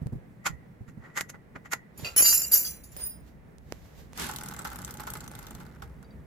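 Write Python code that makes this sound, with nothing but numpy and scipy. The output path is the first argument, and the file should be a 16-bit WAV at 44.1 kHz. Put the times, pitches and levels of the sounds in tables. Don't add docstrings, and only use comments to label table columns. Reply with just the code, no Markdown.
import sys
import numpy as np
from scipy import signal
from scipy.fft import rfft, irfft, next_fast_len
from scipy.io import wavfile
from scipy.ndimage import uniform_filter1d, map_coordinates

SR = 44100
rng = np.random.default_rng(int(sys.argv[2]) if len(sys.argv) > 2 else 0)


def generate_wav(signal):
    frames = np.transpose(np.atleast_2d(signal))
    scaled = np.clip(frames, -1, 1) * 32767
    pcm = np.round(scaled).astype(np.int16)
    wavfile.write(sys.argv[1], SR, pcm)


N = 276048

# (peak time [s], level [dB], fade t60 [s], tilt [dB/octave], ring [Hz])
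RASP_STROKES = [(0.466, -18.5, 0.064, 0, 1250), (0.887, -52.5, 0.099, -0.5, 1800),
                (1.051, -48, 0.3, -6.5, 1960), (1.177, -23, 0.096, 0, 2110), (1.211, -26, 0.034, 3, 2100),
                (1.298, -38, .05, 3.5, 6340), (1.347, -40, 0.061, -9.5, 2010),
                (1.561, -33.5, 0.055, -8.5, 1020), (1.659, -41, 0.071, -3, 1920),
                (1.724, -26, 0.057, 3, 1960), (1.735, -22, 0.042, 0, 1940)]
# (time [s], level [dB], knock re snap [dB])
SNAP_EVENTS = [(0.07, -35, 4), (1.21, -10, -30), (1.3, -28.5, -11), (1.735, -11, -29), (2.1642, -15.5, -10),
               (2.18, -24, -9), (2.207, -21, 0), (2.2246, -21, 1), (2.966, -21, -16), (3.584, -37, -4.5),
               (3.7233, -17, -1), (4.133, -26, -23), (6.029, -34.5, -8)]
# (time [s], level [dB], pitch [Hz])
BUMP_EVENTS = [(.016, -31, 147.4), (.058, -29.5, 109), (.122, -27.5, 116), (.152, -34.5, 134),
               (.497, -36, 126), (.529, -38, 126), (0.806, -38.5, 102), (0.878, -44, 184), (.973, -39, 113),
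               (1.984, -39, 128), (2.025, -34, 105)]
# (frequency [Hz], level [dB], t60 [s])
SPANNER_MODES = [(1358, -25, .3), (2030, -32, .2), (2805, -14, .27), (4040, -19, .45), (4717, -2, .18),
                 (5385, -15, .3), (5922, -10, .3), (6290, -9, .25), (7100, 0, .3), (7135, -10, .2),
                 (7285, -8, .25), (8575, -20, .35), (9780, -5, .3), (10195, -7, .3), (10830, -13, .3),
                 (11350, -8, .28), (12280, -13, .12), (12460, -2, .12), (12840, -3, .22), (13180, -10, .2),
                 (13385, -13, .15), (14150, -10, .22), (15160, -8, .35)]
WRENCH_MODES = [(3011, -16, .08), (5555, -12, .1), (6298, -19, .1), (6683, -11, .14), (9081, -21, .1),
                (9447, -16, .1), (10825, 0, .07), (11226, -6, .08), (11800, -16, .06), (12236, -14, .08),
                (14413, -8, .09), (14890, -14, .07), (15148, -14, .08)]
PIN_MODES = [(5050, -9.5, 0.24), (9540, 4, 0.24), (14860, -0.5, 0.21), (15300, 1, 0.21)]
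# (time [s], level [dB], swell [s], fade t60 [s], tilt [dB/octave], singing frequency [Hz])
SPANNER_CONTACTS = [(1.975, -48.5, 0.0012, 0.027, 3, 10830), (2.046, -32, 0.00054, 0.004, -13, 4690),
                    (2.219, -20, 0.0033, 0.041, 6, 7200), (2.236, -18, .025, .094, -1, 4600),
                    (2.265, -19.5, 0.027, 0.076, 3.5, 4900), (2.31, -21.5, .018, 0.3, 3.5, 12560),
                    (2.412, -30, 0.0086, .052, -1.5, 7300), (2.513, -20, 0.006, 0.26, 8.5, 12700),
                    (2.531, -21.5, 0.0078, 0.21, 6, 12500), (2.644, -33.5, 0.0021, 0.15, .5, 5470),
                    (2.833, -49.5, .0046, .017, 3.5, 10195), (2.915, -55.5, 0.0043, 0.021, 5, 5385)]
WRENCH_CONTACTS = [(2.162, -20, 0.0019, 0.24, -0.29, 14413), (2.174, -15, 0.0067, 0.045, -2, 11450),
                   (2.187, -15, .008, 0.15, 1, 10600), (2.532, -27.5, 0.0014, 0.037, -2, 6700)]
PIN_CONTACTS = [(2.965, -39.5, 0.0025, 0.066, -2, 15300), (2.975, -33, 0.059, 0.1, -2, 9496),
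                (3.035, -31.5, 0.028, 0.073, 7.5, 9550), (3.108, -54, 0.0027, .03, -14.5, 4980)]
# (time [s], level [dB])
SLAP_EVENTS = [(4.184, -32), (4.295, -22.5), (4.41, -38), (4.436, -40), (4.588, -34), (4.652, -20.5),
               (4.717, -30.5), (4.787, -35), (4.999, -25.5), (5.075, -24), (5.155, -27.5), (5.24, -40),
               (5.497, -47), (5.605, -36.5), (5.823, -29), (6.029, -45)]
# (frequency [Hz], width [Hz], level [dB])
ADJUSTER_RESONANCES = [(875, 420, 1.5), (1180, 71, 7.5), (1420, 143, 9), (1960, 160, -3), (2120, 140, -4.5),
                       (6600, 990, -11), (7350, 680, 1)]
SWINGARM_RESONANCES = [(840, 34, -5.5), (1310, 230, 3.5), (1517, 58, -5), (2060, 14, 8.5)]
# (frequency [Hz], width [Hz], t60 [s])
ADJUSTER_NOTE = (1945, 120, 0.42)
# (time [s], level [dB])
TINK_EVENTS = [(6.046, -62.5), (6.107, -61.5)]
# (frequency [Hz], level [dB], t60 [s])
LINK_MODES = [(3830, -5.5, 0.091), (4640, 2, 0.067)]
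# (peak time [s], level [dB], fade t60 [s])
SHUFFLE_EVENTS = [(1.999, -51, 0.11), (2.061, -42, 0.26), (3.002, -52.5, .5), (3.28, -63, 0.21),
                  (3.73, -61.5, 0.48), (3.86, -64.5, 0.53), (3.995, -56.5, 0.31)]
# (frequency [Hz], level [dB])
RASP_SPECTRUM = [(59, -51), (100, -11), (634, -16.5), (1390, -11.5), (1680, -15), (1910, -4), (3540, -15.5),
                 (6560, -11.5), (9020, -30), (10500, -17), (12700, -18), (14700, -30), (16000, -46)]
TICK_SPECTRUM = [(1500, -53), (3000, -2), (5000, -7), (7700, 0.5), (9000, -4.5), (13000, -1.5), (15000, -4),
                 (16500, -25)]
RATTLE_SPECTRUM = [(180, -58), (300, -2.5), (689, -9.5), (828, 5.5), (961, -2.5), (1460, 1.5),
                   (2320, -12.5), (7820, -17.5), (8940, -25), (12700, -15), (14700, -27), (16000, -33)]
GRIT_SPECTRUM = [(150, -12), (400, -19), (1500, 10), (4000, -6), (7000, 9), (8500, -10.5), (10500, -3.5),
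                 (12500, -3), (15000, -4.5), (16000, -28)]
PALM_SPECTRUM = [(120, -37), (200, -12.5), (322, -3.5), (558, -19.5), (1270, -13), (1560, -11.5),
                 (13100, -23.5), (15100, -33), (16000, -46)]
RUMBLE_SPECTRUM = [(60, -17.5), (110, -0.5), (150, 3), (220, -2.5), (320, -10.5), (450, -15.5), (900, -46)]
AIR_SPECTRUM = [(200, -18), (450, 7), (800, 1), (1300, -5), (2000, -3.5), (3000, -18), (6000, -30.5),
                (15000, -40)]
RUSTLE_SPECTRUM = [(1500, -7), (3000, -3), (7000, -5.5), (9000, -14), (14000, -5.5), (16000, -26)]
DEEP_SPECTRUM = [(20, -29.5), (45, -7), (64, 1), (85, -9.5), (130, -22.5), (300, -61.5)]
SNAP_SPECTRUM = [(150, -10.5), (500, 0), (1500, 7), (4000, -6.5), (7000, -1), (12500, -11), (15000, -14),
                 (16000, -29)]
SCRAPE_SPECTRUM = [(150, -11.5), (350, 4.5), (600, 3), (900, -2), (1400, -0.5), (2400, 2), (3500, -13.5),
                   (8000, -28)]
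# (frequency [Hz], t60 [s])
WALL_DECAY = [(150, .25), (2000, 0.12), (12000, .13)]
# (lowest [Hz], highest [Hz])
MINOR_RANGE_HZ = (2400, 15600)

TOP_HZ = 16100
RASP_RISE_SHARE = 0.27
BUMP_T60_S, SWAY_T60_S = 0.11, 0.26
THROW_S, THROW_LINKS_PER_S, COAST_TIME_CONSTANT_S = 4.1755, 44.65, 2.266
BRAKE_S, BRAKE_TIME_CONSTANT_S = 5.52, .2835
TICK_DB, TICK_POWER = -34, 1.9
RATTLE_DB, RATTLE_POWER = -49.5, 1.16
WHEEL_DB, WHEEL_POWER = -48.5, 0.18
SWEEP_S, SWEEP_DB, SWEEP_HOLD_S = 4.202, -35, 0.037
SWEEP_RISE_T60_S, SWEEP_FADE_T60_S = .15, 0.32
AIR_DB, DEEP_DB, RUMBLE_DB = -61.5, -53, -53
RUMBLE_FROM_S, LULL_DB = 1.96, -12


def amp(db):
    return 10 ** (np.asarray(db) / 20)


def unit(x):
    return x / np.sqrt(np.mean(x ** 2) + 1e-20)


def fade(t_s, t60_s):
    return np.exp(-np.log(1000) * t_s / np.maximum(t60_s, 1e-4))


def swell(t_s, peak_s, rise_s, fall_t60_s):
    rise = fade(np.maximum(peak_s - t_s, 0), rise_s * 2)
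    return rise * fade(np.maximum(t_s - peak_s, 0), fall_t60_s)


def clock(seconds):
    return np.arange(int(seconds * SR)) / SR


def along(points, hz):
    f, v = np.transpose(points)
    return np.interp(np.log(hz + 1), np.log(f + 1), v)


def wobble(rate_hz, size):
    knots = rng.standard_normal(int(size * rate_hz / SR) + 4)
    return map_coordinates(knots, [np.arange(size) * rate_hz / SR])


def add(track, s, sound):
    start = max(round(s * SR), 0)
    track[..., start:start + sound.shape[-1]] += sound[..., :N - start]


def filtered(x, response):
    size = x.shape[-1]
    m = next_fast_len(size + 8192)
    return irfft(rfft(x, m) * response(np.fft.rfftfreq(m, 1 / SR)), m)[..., :size]


def body(modes, f):
    total = 0
    for k, (centre, width, db) in enumerate(modes):
        damping = 1j * f * width
        total = total + (-1) ** k * amp(db) * damping / (centre * centre - f * f + damping)
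    return total


def colour(points):
    return lambda f: amp(along(points, f))


def noise(response, size, side_db, left_db):
    mid, side = filtered(rng.standard_normal((2, size)), response)
    side = side * amp(side_db)
    return unit(np.array([(mid + side) * amp(left_db), mid - side]))


def grains(size, rate_hz, spread_db):
    slips = (rng.random(size) < rate_hz / SR) * amp(spread_db * rng.standard_normal(size).clip(-2, 2))
    return unit(signal.fftconvolve(slips, fade(clock(.02), 0.005))[:size])


def yard(hiss_db=-85):
    lull_db = LULL_DB * np.clip((RUMBLE_FROM_S - np.arange(N) / SR) * 20, 0, 1)
    deep_gain = amp(DEEP_DB + lull_db + 2 * wobble(13, N))
    low = deep_gain * noise(colour(DEEP_SPECTRUM), N, side_db=-5.5, left_db=-1.5)
    rumble_gain = amp(RUMBLE_DB + 1.1 * wobble(14, N))
    low += rumble_gain * noise(colour(RUMBLE_SPECTRUM), N, side_db=-7.5, left_db=0.0)
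    air = amp(AIR_DB + wobble(11, N)) * noise(colour(AIR_SPECTRUM), N, side_db=0.0, left_db=-3.5)
    hiss = amp(hiss_db) * noise(colour(RUSTLE_SPECTRUM), N, side_db=6.0, left_db=0.0)
    return low + air + hiss


def bumps(left_db=-6, sway_db=-13):
    out, t = np.zeros((2, N)), clock(0.3)
    scuff_spectrum = [(40, -7.5), (150, 5), (300, -10.5), (700, -27.5), (3000, -55.0)]
    for s, db, hz in BUMP_EVENTS:
        throb = -np.sin(2 * np.pi * hz * t) * amp([[left_db], [0]])
        scuff = noise(colour(scuff_spectrum), len(t), side_db=-2.0, left_db=-3.5)
        sway = noise(colour(DEEP_SPECTRUM), len(t), side_db=4.5, left_db=-4) * fade(t, SWAY_T60_S)
        bump = (throb + 0.71 * scuff) * fade(t, BUMP_T60_S) + amp(sway_db) * sway
        soft_onset = 1 - fade(t, 0.018)
        add(out, s, amp(db + 5.0) * bump * soft_onset)
    return out


def snaps(knock_hz=450):
    out, t = np.zeros((2, N)), clock(0.096)
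    for s, db, knock_db in SNAP_EVENTS:
        crack = noise(colour(SNAP_SPECTRUM), len(t), side_db=-1, left_db=-10.5) * fade(t, 0.0018)
        knock = np.sin(2 * np.pi * knock_hz * t) * fade(t, 0.0062)
        add(out, s, amp(db) * (0.66 * crack + amp(knock_db) * knock))
    return out


def rasps(steel_db=9, slip_share=0.29, ring_db=4, grip_db=-2.0, linger_db=-29):
    out, t, lead_s = np.zeros((2, N)), clock(.45), .1
    note_hz, note_width_hz, note_t60_s = ADJUSTER_NOTE
    for s, db, fall_s, tilt, ring_hz in RASP_STROKES:
        resonances = ADJUSTER_RESONANCES + [(ring_hz, 120, ring_db)]

        def response(f):
            steel = 1 + amp(steel_db) * abs(body(resonances, f))
            return colour(RASP_SPECTRUM)(f) * steel * amp(tilt * np.log2((f + 200) / 2000))

        grind = noise(response, len(t), side_db=-3, left_db=-1.5)
        grind = grind * (1 - slip_share + slip_share * grains(len(t), rate_hz=910, spread_db=-3))
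        effort = np.minimum(swell(t, lead_s, RASP_RISE_SHARE * fall_s, fall_s), amp(grip_db))
        note = noise(lambda f: body([(note_hz, note_width_hz, 0)], f) ** 2, len(t), side_db=0, left_db=-2.5)
        lingering = amp(linger_db) * note * swell(t, lead_s, fall_s, note_t60_s)
        add(out, s - lead_s, amp(db) * (grind * effort + lingering))
    return out


def shuffles(dull_db=-1, rise_share=0.36):
    t = np.arange(N) / SR
    motion = sum(amp(db) * swell(t, s, rise_share * fall_s, fall_s) for s, db, fall_s in SHUFFLE_EVENTS)
    rustle = amp(wobble(7, N)) * noise(colour(RUSTLE_SPECTRUM), N, side_db=-1.0, left_db=-4.0)
    scuff = amp(dull_db) * noise(colour(AIR_SPECTRUM), N, side_db=-3.5, left_db=-2.5)
    return motion * (rustle + scuff)


def scrape(scrape_db=-31, rise_s=.012, fade_t60_s=0.98):
    t = np.arange(N) / SR
    contacts = SPANNER_CONTACTS + WRENCH_CONTACTS
    power = sum((amp(db) * swell(t, s, rise_s, fade_t60_s)) ** 2 for s, db, *_ in contacts)
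    return amp(scrape_db) * np.sqrt(power) * noise(colour(SCRAPE_SPECTRUM), N, side_db=-4.5, left_db=-1.5)


def minor_modes(count, db, max_t60_s):
    hz = rng.uniform(*MINOR_RANGE_HZ, count)
    level_db = db + along(GRIT_SPECTRUM, hz) + 4 * rng.standard_normal(count)
    return np.transpose([hz, level_db, max_t60_s * rng.uniform(0.64, 1.0, count)])


def tool(modes, contacts, count, minor_db, minor_t60_s, grit_db, blur_hz, flutter_db, sing_db, left_db):
    out, t = np.zeros((2, N)), clock(.36)
    slow = t[::32]

    def spread(rows):
        return np.array([np.interp(t, slow, row) for row in rows], np.float32)

    for s, db, rise_s, fall_s, tilt, sing_hz in contacts:
        all_modes = np.vstack([modes, minor_modes(count, minor_db, minor_t60_s)])
        hz, level_db, t60_s = all_modes.T[..., None]
        rub = np.minimum(slow / max(rise_s, 1e-4), 1) * fade(np.maximum(slow - rise_s, 0), fall_s)
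        energy = signal.fftconvolve(rub[None] ** 2, fade(slow, t60_s) ** 2, axes=1)[:, :len(slow)]
        stored = np.sqrt(abs(energy))
        boost_db = sing_db / (1 + ((hz - sing_hz) / 300) ** 2)
        gain = amp(level_db + boost_db + tilt * np.log2(hz / 8000) + rng.standard_normal(hz.shape))
        gain = gain / np.linalg.norm(gain) * stored / stored.max(axis=1, keepdims=True)
        jolt_size = np.sqrt(2 * np.pi * abs(blur_hz) * (rub + 0.033) * slow[1])
        jolts = np.cumsum(rng.standard_normal(stored.shape) * jolt_size, axis=1)
        smooth = uniform_filter1d(rng.standard_normal(stored.shape), size=14, axis=1)
        flutter = amp(flutter_db * unit(smooth))
        phase = (2 * np.pi * (hz * t + rng.random(hz.shape))).astype(np.float32) + spread(jolts)
        offset = rng.uniform(-1.25, 1.25, hz.shape).astype(np.float32)
        strength = spread(gain * flutter)
        left, right = [(strength * np.sin(phase + side * offset)).sum(axis=0) for side in (1, -1)]
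        ring = np.sqrt(2) * np.array([left, right])
        grit = noise(colour(GRIT_SPECTRUM), len(t), side_db=-1, left_db=-1.5) * spread([rub])
        grit = grit * grains(len(t), rate_hz=1400, spread_db=2.5)
        add(out, s, amp(db) * (ring + amp(grit_db) * grit))
    return out * amp([[left_db / 2], [-left_db / 2]])


def palm():
    t = np.arange(N) / SR - SWEEP_S
    rise = fade(np.maximum(-t, 0), SWEEP_RISE_T60_S)
    pressure = rise * fade(np.maximum(t - SWEEP_HOLD_S, 0), SWEEP_FADE_T60_S)
    return amp(SWEEP_DB) * pressure * noise(colour(PALM_SPECTRUM), N, side_db=-1.5, left_db=-2.0)


def wheel_speed():
    t = np.arange(N) / SR
    coasting = np.maximum(t - THROW_S, 0) / COAST_TIME_CONSTANT_S
    braking = np.maximum(t - BRAKE_S, 0) / BRAKE_TIME_CONSTANT_S
    return (t >= THROW_S) * np.exp(-coasting - braking)


def wheel(deep_db=-3, whirr_db=-12, hum_db=-6):
    speed = wheel_speed()
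    rumble = amp(1.95 * wobble(14, N)) * noise(colour(RUMBLE_SPECTRUM), N, side_db=-13.5, left_db=-1.5)
    deep = amp(deep_db) * noise(colour(DEEP_SPECTRUM), N, side_db=-14.5, left_db=-3.0)
    whirr = amp(whirr_db) * noise(colour(AIR_SPECTRUM), N, side_db=-10.0, left_db=2)
    frame = noise(lambda f: body([(218, 110, 0)], f) ** 2, N, side_db=-17, left_db=0)
    hum = amp(hum_db) * speed ** 2 * frame
    return amp(WHEEL_DB) * (speed ** WHEEL_POWER * (rumble + deep + whirr) + hum)


def chain(slap_db=-8.0, tick_t60_s=0.022, loose_db=-20, clack=1.64, link_db=8):
    speed = wheel_speed()
    links = np.ceil(np.cumsum(THROW_LINKS_PER_S * speed) / SR)
    ticks, clacks, slaps, t = np.zeros((2, N)), np.zeros(N), np.zeros(N), clock(0.11)
    tick_fade = fade(t, tick_t60_s) + amp(loose_db) * fade(t, .16)
    for s in np.flatnonzero(np.diff(links)) / SR:
        plates = [(hz, 500, link_db) for hz in rng.uniform(3540, 14640, size=3)]
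        response = lambda f: colour(TICK_SPECTRUM)(f) * (1 + abs(body(plates, f)))
        tick = noise(response, len(t), side_db=3, left_db=1)
        add(ticks, s - .001, amp(3.1 * rng.standard_normal()) * tick * tick_fade)
        add(clacks, s - .001, amp(0.31 * rng.standard_normal()) * fade(t, 0.023))
    for s, db in SLAP_EVENTS:
        add(slaps, s - .002, amp(db + slap_db) * fade(t, 0.081))
    rattle = 1.62 * grains(N, rate_hz=680, spread_db=0.5) + clack * clacks
    rolling = amp(RATTLE_DB) * speed ** RATTLE_POWER * rattle
    blows = (rolling + slaps) * noise(colour(RATTLE_SPECTRUM), N, side_db=-2.5, left_db=-2.5)
    swingarm = filtered(blows, lambda f: body(SWINGARM_RESONANCES, f))
    return amp(TICK_DB) * speed ** TICK_POWER * ticks + 0.73 * blows + 1.16 * swingarm


def tinks():
    out, t = np.zeros((2, N)), clock(.15)
    ring = sum(amp(db) * np.sin(2 * np.pi * hz * t) * fade(t, t60_s) for hz, db, t60_s in LINK_MODES)
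    for s, db in TINK_EVENTS:
        add(out, s, amp(db) * ring)
    return out


def walls(x):
    hz, t, z = signal.stft(rng.standard_normal((2, SR // 3)), SR, nperseg=256)
    tail = signal.istft(z * fade(t, along(WALL_DECAY, hz)[:, None]), SR, nperseg=256)[1]
    tail = np.pad(tail, ((0, 0), (SR // 200, 0)))
    return signal.fftconvolve(x, tail / np.linalg.norm(tail[0]), axes=1)[:, :N]


def scene():
    spanner = tool(SPANNER_MODES, SPANNER_CONTACTS, count=16, minor_db=-12.5, minor_t60_s=.25,
                   grit_db=-16.5, blur_hz=10, flutter_db=4.5, sing_db=6.5, left_db=-2.0)
    wrench = tool(WRENCH_MODES, WRENCH_CONTACTS, count=14, minor_db=-24, minor_t60_s=0.09,
                  grit_db=-15, blur_hz=16, flutter_db=2.5, sing_db=8.0, left_db=-1.5)
    pin = tool(PIN_MODES, PIN_CONTACTS, count=6, minor_db=-39, minor_t60_s=0.11,
               grit_db=-20.5, blur_hz=10.3, flutter_db=2.0, sing_db=3.0, left_db=-1.5)
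    floor_tools = spanner + wrench + pin
    bike = rasps() + palm() + chain() + tinks()
    reflections = walls(amp(-19) * floor_tools + amp(-15.5) * bike)
    unreflected = yard() + bumps() + snaps() + shuffles() + scrape() + wheel()
    return floor_tools + bike + reflections + unreflected


def record(dry):
    return filtered(dry, lambda hz: 1 / np.sqrt(1 + (hz / TOP_HZ) ** 120))


dry = scene()
out = record(dry)
generate_wav(out)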